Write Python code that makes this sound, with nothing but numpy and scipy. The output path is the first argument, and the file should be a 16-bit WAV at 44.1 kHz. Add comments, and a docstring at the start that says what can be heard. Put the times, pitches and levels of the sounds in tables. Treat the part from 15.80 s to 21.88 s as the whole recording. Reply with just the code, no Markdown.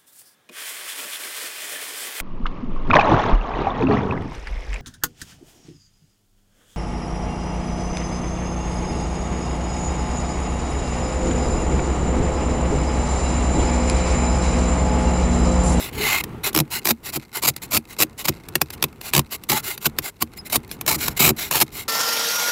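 """A light hiss glides over frost, close by, above the rumble of distant traffic in a parking lot.
It is a plastic ice scraper on a car windshield. On each push the blade bites into the ice, sticks
and breaks free with cracks that thump the pane; between pushes it glides back. Friction rings the
scraper's resonances and now and then squeaks, while loose crumbs of ice tick under the blade."""
import sys
import numpy as np
from scipy import signal
from scipy.fft import rfft, irfft, next_fast_len
from scipy.io import wavfile
from scipy.ndimage import uniform_filter1d

SR = 44100
rng = np.random.default_rng(int(sys.argv[2]) if len(sys.argv) > 2 else 0)


def transcribe(signal):
    """Save signal, clipped to [-1, 1], as a 16-bit WAV file at the path in sys.argv[1]."""
    frames = np.atleast_2d(signal).T
    limited = np.clip(frames, -1, 1)
    pcm = np.round(limited * 32767).astype(np.int16)
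    wavfile.write(sys.argv[1], SR, pcm)


N = 268128

# resonances of the scraper: centre_hz, width_hz, gain_db
BLADE_MODES = [(858, 150, 2), (1170, 155, 5.5), (1260, 390, 1), (2107, 114, 10.5), (2566, 180, 3),
               (2860, 150, 4.5), (4010, 520, -2.5), (6670, 280, -7)]
# high resonances of its thin edge: centre_hz, width_hz, gain_db
EDGE_MODES = [(4040, 330, -4.5), (5650, 190, -4.5), (7510, 370, -0.5), (9680, 170, 2), (10500, 440, -0.5),
              (12050, 380, 0), (12750, 310, 3), (16300, 220, -4)]
# spectrum of ice crushed by the blade: frequency_hz, gain_db
BITE_SPECTRUM = [(240, -13.5), (400, -8), (527, -2.5), (1340, -2), (1740, -12.5), (2220, 0.5), (3360, -6.5),
                 (4030, -1.5), (6190, -7.5), (7320, -2), (9070, -9.5), (13100, -4.5), (15500, -17.5)]


def amp(db):
    """Decibels to amplitude ratio."""
    return 10 ** (np.asarray(db) / 20)


def unit(x):
    """Normalisation to rms 1."""
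    return x / np.sqrt(np.mean(x ** 2) + 1e-20)


def add(track, start_s, x):
    """Superposition: x is summed into the track from start_s."""
    start = max(round(start_s * SR), 0)
    part = track[start:start + len(x)]
    part += x[:len(part)]


def wobble(rate_hz):
    """Band-limited noise: a smooth curve through rate_hz random knots a second."""
    knots = rng.standard_normal(int(N * rate_hz / SR) + 4)
    fine = signal.resample_poly(knots, 8, 1)
    return np.interp(np.arange(N) * rate_hz / SR, np.linspace(0, len(knots), len(fine), endpoint=False), fine)


def filtered(x, response):
    """Linear filtering: the spectrum of x is multiplied by a frequency response."""
    size = next_fast_len(N + SR // 2)
    return irfft(rfft(x, size) * response(np.fft.rfftfreq(size, 1 / SR)), size)[:N]


def coloured(x, spectrum):
    """Minimum-phase filtering gives x a spectral envelope, causally and at unit power gain."""
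    def response(hz):
        frequency_hz, gain_db = np.transpose(spectrum)
        gain = unit(amp(np.interp(np.log(hz + 1), np.log(frequency_hz), gain_db)))
        cepstrum = irfft(np.log(gain + 1e-6))
        half = len(cepstrum) // 2
        return np.exp(rfft(np.r_[cepstrum[0], 2 * cepstrum[1:half], np.zeros(half)]))
    return filtered(x, response)


def resonate(x, modes):
    """Forced vibration: x drives damped modes of alternating sign, at unit power gain overall."""
    def response(hz):
        total = sum((-1) ** k * amp(db) * 1j * hz * width / (centre ** 2 - hz ** 2 + 1j * hz * width)
                    for k, (centre, width, db) in enumerate(modes))
        return total / np.sqrt(np.mean(np.abs(total) ** 2))
    return filtered(x, response)


def grit(rate_hz, spread_db, judder_hz, judder_db):
    """Shot noise at rms 1: ice crystals break at random, in clumps as the edge sticks and slips."""
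    breaks = rng.random(N) < rate_hz / SR
    sizes = rng.standard_normal(N) * amp(spread_db * rng.standard_normal(N))
    return unit(breaks * sizes * amp(judder_db * np.tanh(wobble(judder_hz))))


def strokes(rows, edge_s, arch_db=0):
    """Amplitude envelope of contact: each stroke sets in, swells along an arch and lets go."""
    envelope = np.zeros(N)
    for start, end, level_db, swell_db in rows:
        t = np.arange(max(int((start - .03) * SR), 0), int((end + .03) * SR)) / SR
        touch = (1 + np.tanh((t - start) / edge_s)) * (1 + np.tanh((end - t) / edge_s)) / 4
        position = np.interp(t, [start, end], [-1, 1])
        add(envelope, t[0], touch * amp(level_db + swell_db * position / 2 - arch_db * position ** 2))
    return envelope


def glides():
    """Sliding friction on frost hisses and rings the scraper; returns sound and force on the pane."""
    # slides over the frost: start_s, end_s, level_db, swell_db
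    slides = [(-.05, .1, -30, 2.5), (.125, .412, -24.5, 16.5), (.635, .7, -20, -4), (.903, .997, -24.5, 2),
              (1.23, 1.307, -30.5, 9), (1.528, 1.6, -28.5, 6), (1.818, 1.868, -34.5, -19),
              (2.075, 2.15, -42, 12), (2.378, 2.435, -31, -9), (2.925, 2.955, -37, -4),
              (3.208, 3.305, -34, 18), (3.508, 3.565, -26.5, 0), (3.725, 3.808, -23, -0.5),
              (3.828, 3.955, -27, 3), (4.22, 4.302, -28.5, 6), (4.565, 4.592, -39, -5),
              (4.648, 4.685, -36, 1), (4.697, 4.725, -35, -13), (4.905, 4.965, -41, -15),
              (5.178, 5.296, -23.5, 4), (5.292, 5.335, -37.5, 3), (5.365, 5.399, -27.5, -16),
              (5.565, 5.695, -26, -6.5), (5.918, 6.04, -30.5, 4.5)]
    # hollow ring of the blade, strong while it is loosely held: time_s, gain_db
    looseness = [(0, -6), (.2, 3), (.33, 4), (.64, -5.5), (1.3, -4), (3.8, -7.5), (6, -7.5)]
    # spectrum of rubbed frost: frequency_hz, gain_db
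    frost_spectrum = [(240, -46), (400, 3), (527, -11.5), (595, 0), (1260, -12.5), (1420, 3), (1710, -10),
                      (2090, -5), (6280, -6.5), (7320, -3.5), (8930, -13.5), (12900, -4), (15500, -4.5)]
    # the level arches as the hand speeds up and slows down
    strength = strokes(slides, edge_s=0.002, arch_db=13.5) * amp(1.8 * wobble(110))
    ring = amp(np.interp(np.arange(N) / SR, *np.transpose(looseness)))
    frost = strength * grit(rate_hz=16000, spread_db=3.0, judder_hz=425, judder_db=1.0)
    rub = strength * grit(rate_hz=9000, spread_db=-0.5, judder_hz=242, judder_db=1.5)
    hiss = amp(-1.5) * coloured(frost, frost_spectrum) + amp(-4.5) * resonate(rub, EDGE_MODES)
    return hiss + resonate(ring * rub, BLADE_MODES), amp(-22) * frost


def traffic(cutoff_hz=3200, hiss_db=-65):
    """Low-passed noise: distant traffic rumbles unsteadily over a faint even hiss."""
    # spectrum of the traffic: frequency_hz, gain_db
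    spectrum = [(15, -23), (25, 2), (140, -1), (433, -7.5), (598, -19), (804, -16), (1410, -19.5),
                (1660, -25), (1850, -23.5), (5280, -35.5), (15500, -18.5)]
    # slow rise and fall of the rumble: time_s, level_db
    levels = [(0, -30.5), (.7, -34), (1.0, -43), (1.8, -45.5), (2.9, -40), (4.5, -44.5), (4.9, -39),
              (5.3, -35.5), (5.6, -45), (6.08, -42.5)]
    level_db = np.interp(np.arange(N) / SR, *np.transpose(levels))
    noise = coloured(rng.standard_normal(N), spectrum)
    rumble = filtered(noise, lambda hz: 1 / np.hypot(1, (hz / cutoff_hz) ** 2))
    return amp(level_db + 2.6 * wobble(10)) * rumble + amp(hiss_db) * rng.standard_normal(N)


def crumbs(rate_hz=110, spread_db=4, decay_s=0.002, flurry_db=7):
    """Impulse excitation: loose ice is crushed in flurries of tiny bursts that make the blade ping."""
    crushed = rng.random(N) < rate_hz / SR
    sizes = crushed * amp(spread_db * np.clip(rng.standard_normal(N), -2, 2))
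    envelope = signal.lfilter([1], [1, -np.exp(-1 / (decay_s * SR))], sizes)
    ticks = envelope * rng.standard_normal(N) * amp(flurry_db * np.tanh(wobble(6.1)))
    return amp(-55) * coloured(ticks, BITE_SPECTRUM) + amp(-53.5) * resonate(ticks, BLADE_MODES)


def squeaks(waver_hz=22, flutter_db=3.5, octave_db=-14):
    """Stick-slip oscillation locks briefly to a resonance: a rough, wavering tone with a weak octave."""
    # chatter of the edge: crest_s, length_s, pitch_hz, level_db
    chatters = [(0.217, 0.17, 420, -30), (3.744, 0.12, 850, -28), (4.597, 0.042, 5060, -37),
                (5.109, .09, 857, -29.5), (5.753, 0.028, 880, -25), (5.821, 0.038, 850, -27)]
    t = np.arange(N) / SR
    drift_hz = waver_hz * wobble(160)
    tones = np.zeros(N)
    for crest_s, length_s, pitch_hz, level_db in chatters:
        swell = np.cos(np.pi * np.clip((t - crest_s) / length_s, -.5, .5)) ** 2
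        phase = 2 * np.pi * np.cumsum(pitch_hz + drift_hz) / SR
        tones += amp(level_db) * swell * (np.sin(phase) + amp(octave_db) * np.sin(2 * phase))
    return np.sqrt(2) * tones * amp(flutter_db * wobble(110))


def slips(growth_db=5):
    """Stick-slip releases, single or in even runs with growing thumps: time_s, crack_db, thump_db."""
    # single chips breaking off: time_s, crack_db
    singles = [(.439, -16), (.731, -26), (1.571, -19), (1.636, -12), (1.764, -19.5), (1.947, -8.5),
               (1.974, -8), (2.454, -14), (2.484, -9.5), (2.687, -25.5), (2.755, -3.5), (2.816, -2.5),
               (2.904, -22.5), (3.213, -24.5), (3.637, -25), (3.698, -8), (3.718, -9), (3.978, -23.5),
               (4.058, -9), (4.187, -8), (4.424, -7), (4.7, -24), (4.725, -22), (4.758, -6), (4.878, -40),
               (4.914, -20.5), (5.012, -17), (5.064, -13.5), (5.079, -7), (5.282, -8), (5.397, -16),
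               (5.712, -10), (5.755, -9.5), (5.813, -7)]
    # runs of sticking and slipping: first_s, last_s, count, crack_db
    judders = [(0.749, 0.802, 5, -7), (1.055, 1.107, 4, -7.5), (2.203, 2.232, 4, -7), (3.026, 3.04, 2, -6),
               (3.336, 3.393, 5, -6), (5.452, 5.491, 4, -8.5)]
    rows = [(time_s, crack_db, crack_db - 15.5) for time_s, crack_db in singles]
    for first_s, last_s, count, crack_db in judders:
        for progress in np.linspace(0, 1, round(count)):
            thump_db = crack_db - 13 - growth_db * (1 - progress)
            rows.append((first_s + progress * (last_s - first_s), crack_db, thump_db))
    return rows


def shoves(blows, rise_s=0.00029, rebound_s=0.00984):
    """Reflection: each blow on the glass returns from the frame as a weaker, inverted bending wave."""
    force = np.zeros(N)
    t = np.arange(SR // 25) / SR
    pulse = t / rise_s * np.exp(-t / rise_s)
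    for time_s, level_db in blows:
        add(force, time_s, amp(level_db) * pulse)
        add(force, time_s + rebound_s * rng.uniform(0.884, 1.16), -amp(level_db - 3.7) * pulse)
    return force


def cracks(rise_s=0.00036, fall_s=0.0025):
    """Brittle fracture: each slip shatters a chip and shoves the glass; returns sound and force."""
    # spectrum of snapping ice: frequency_hz, gain_db
    snap_spectrum = [(210, -24.5), (350, -2), (671, -14), (1060, -2.5), (1480, -9.5), (2540, -3.5),
                     (3330, -7.5), (4030, -7), (8760, -12), (13000, -5), (15500, -11)]
    chips, releases = np.zeros(N), slips()
    t = np.arange(SR // 25) / SR
    burst = (1 - np.exp(-t / rise_s)) ** 2 * np.exp(-t / fall_s)
    debris = amp(-20) * np.exp(-t / .0055) * (1 - np.exp(-t / rise_s))
    envelope = burst / burst.max() + debris
    for time_s, crack_db, _ in releases:
        add(chips, time_s - .0006, amp(crack_db - 3.0) * envelope * rng.standard_normal(len(t)))
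    sound = coloured(chips, snap_spectrum) + amp(-18.5) * resonate(chips, BLADE_MODES)
    return sound, shoves([(time_s, thump_db) for time_s, _, thump_db in releases])


def pushes(edge_s=0.0031, growth_db=9.5, spring_lead_s=0.00594, grind_hz=420):
    """Elastic loading: crunching ice piles up until the pane springs back; returns sound and force."""
    # bites into the ice: start_s, end_s, level_db, swell_db, load_db
    bites = [(.745, 0.814, -33, -7.5, -17), (1.048, 1.117, -23, 15.5, -27), (1.326, 1.374, -27.5, 10, -25),
             (1.623, 1.664, -21.5, 9.5, -31), (1.671, 1.701, -14.5, -0.5, -26),
             (1.91, 1.976, -20.5, 10.5, -23.5), (2.186, 2.234, -17.5, 11, -26.5),
             (2.446, 2.466, -24.5, -5, -58), (2.475, 2.494, -20, 13, -18), (3.333, 3.386, -23.5, 0, -13.5),
             (3.691, 3.738, -19.5, 1.5, -21), (4.008, 4.054, -35.5, 12, -50), (4.055, 4.07, -16, 5, -19.5),
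             (4.407, 4.426, -26, 9, -22), (4.723, 4.767, -16.5, 3, -24.5),
             (5.077, 5.163, -19.5, -11.5, -25.5), (5.395, 5.508, -15, -4, -15),
             (5.711, 5.796, -21.5, -1, -35), (5.801, 5.828, -14, 7.5, -22.5)]
    # treble ring of the finest splinters: centre_hz, width_hz, gain_db
    splinter_modes = [(13640, 3400, 0)]
    strength = strokes([row[:-1] for row in bites], edge_s) * amp(1.5 * wobble(130))
    load = strokes([(start, end, load_db - growth_db / 2, swell_db + growth_db)
                    for start, end, _, swell_db, load_db in bites], edge_s)
    releases = [(end - spring_lead_s, load_db + 2) for _, end, _, _, load_db in bites]
    spring = shoves(releases, rise_s=.0003, rebound_s=.0108)
    ice = grit(rate_hz=15000, spread_db=1.5, judder_hz=258.7, judder_db=3.5)
    crunch = amp(-1.5) * coloured(strength * ice, BITE_SPECTRUM)
    splinters = amp(-5.5) * resonate(strength * ice, splinter_modes)
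    edge_ring = amp(-14) * resonate(strength * rng.standard_normal(N), EDGE_MODES)
    grind = filtered(load * ice, lambda hz: 1 / (1 + 1j * hz / grind_hz))
    return crunch + splinters + edge_ring, grind + spring


def shifting_contact(x, depth_db=2.6):
    """Time-varying filtering: parts of the edge touch in turn, each with its own colour."""
    spectra = signal.stft(x, nperseg=512)[2]
    field = uniform_filter1d(rng.standard_normal(spectra.shape), size=3, axis=0)  # smooth in frequency
    field = uniform_filter1d(field, size=20, axis=1)  # and in time
    return signal.istft(spectra * unit(amp(depth_db * unit(field))), nperseg=512)[1][:N]


def reflections(x, t60_s=0.055):
    """Reverberation: the car body and its neighbours return a short, exponentially decaying tail."""
    t = np.arange(SR // 3) / SR
    tail = rng.standard_normal(len(t)) * amp(-60 * t / t60_s) * (t > .004)
    return signal.fftconvolve(x, tail / np.linalg.norm(tail))[:N]


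def windshield(force):
    """Plate vibration: the blade's force drums on the low bending modes of the pane."""
    # bending modes of the glass: centre_hz, width_hz, gain_db
    pane_modes = [(76.4, 11, 0), (107, 45, -2.5), (141.8, 25.7, 4), (228.4, 18, 1.5), (311, 23.4, 3.5),
                  (377.4, 36, -2), (466, 116, -3.5), (581, 560, -6.5)]
    return resonate(force, pane_modes)


def scene():
    """Superposition: the contact radiates directly and through the pane, over the traffic."""
    contact, force = np.sum([pushes(), glides(), cracks()], axis=0)
    contact = shifting_contact(contact)
    scraping = contact + amp(-23) * reflections(contact) + windshield(force)
    return (scraping + crumbs() + squeaks() + traffic())[None]


def record(dry, ceiling=0.9, low_cut_hz=44, high_cut_hz=15750):
    """Saturation and band limiting: the microphone rounds peaks and loses deep bass and top treble."""
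    rounded = dry[0] / (1 + np.abs(dry[0] / ceiling) ** 6) ** (1 / 6)
    thinned = filtered(rounded, lambda hz: hz ** 2 / np.hypot(hz ** 2, low_cut_hz ** 2))
    return filtered(thinned, lambda hz: 1 / (1 + (hz / high_cut_hz) ** 160))[None]


dry = scene()
out = record(dry)
transcribe(out)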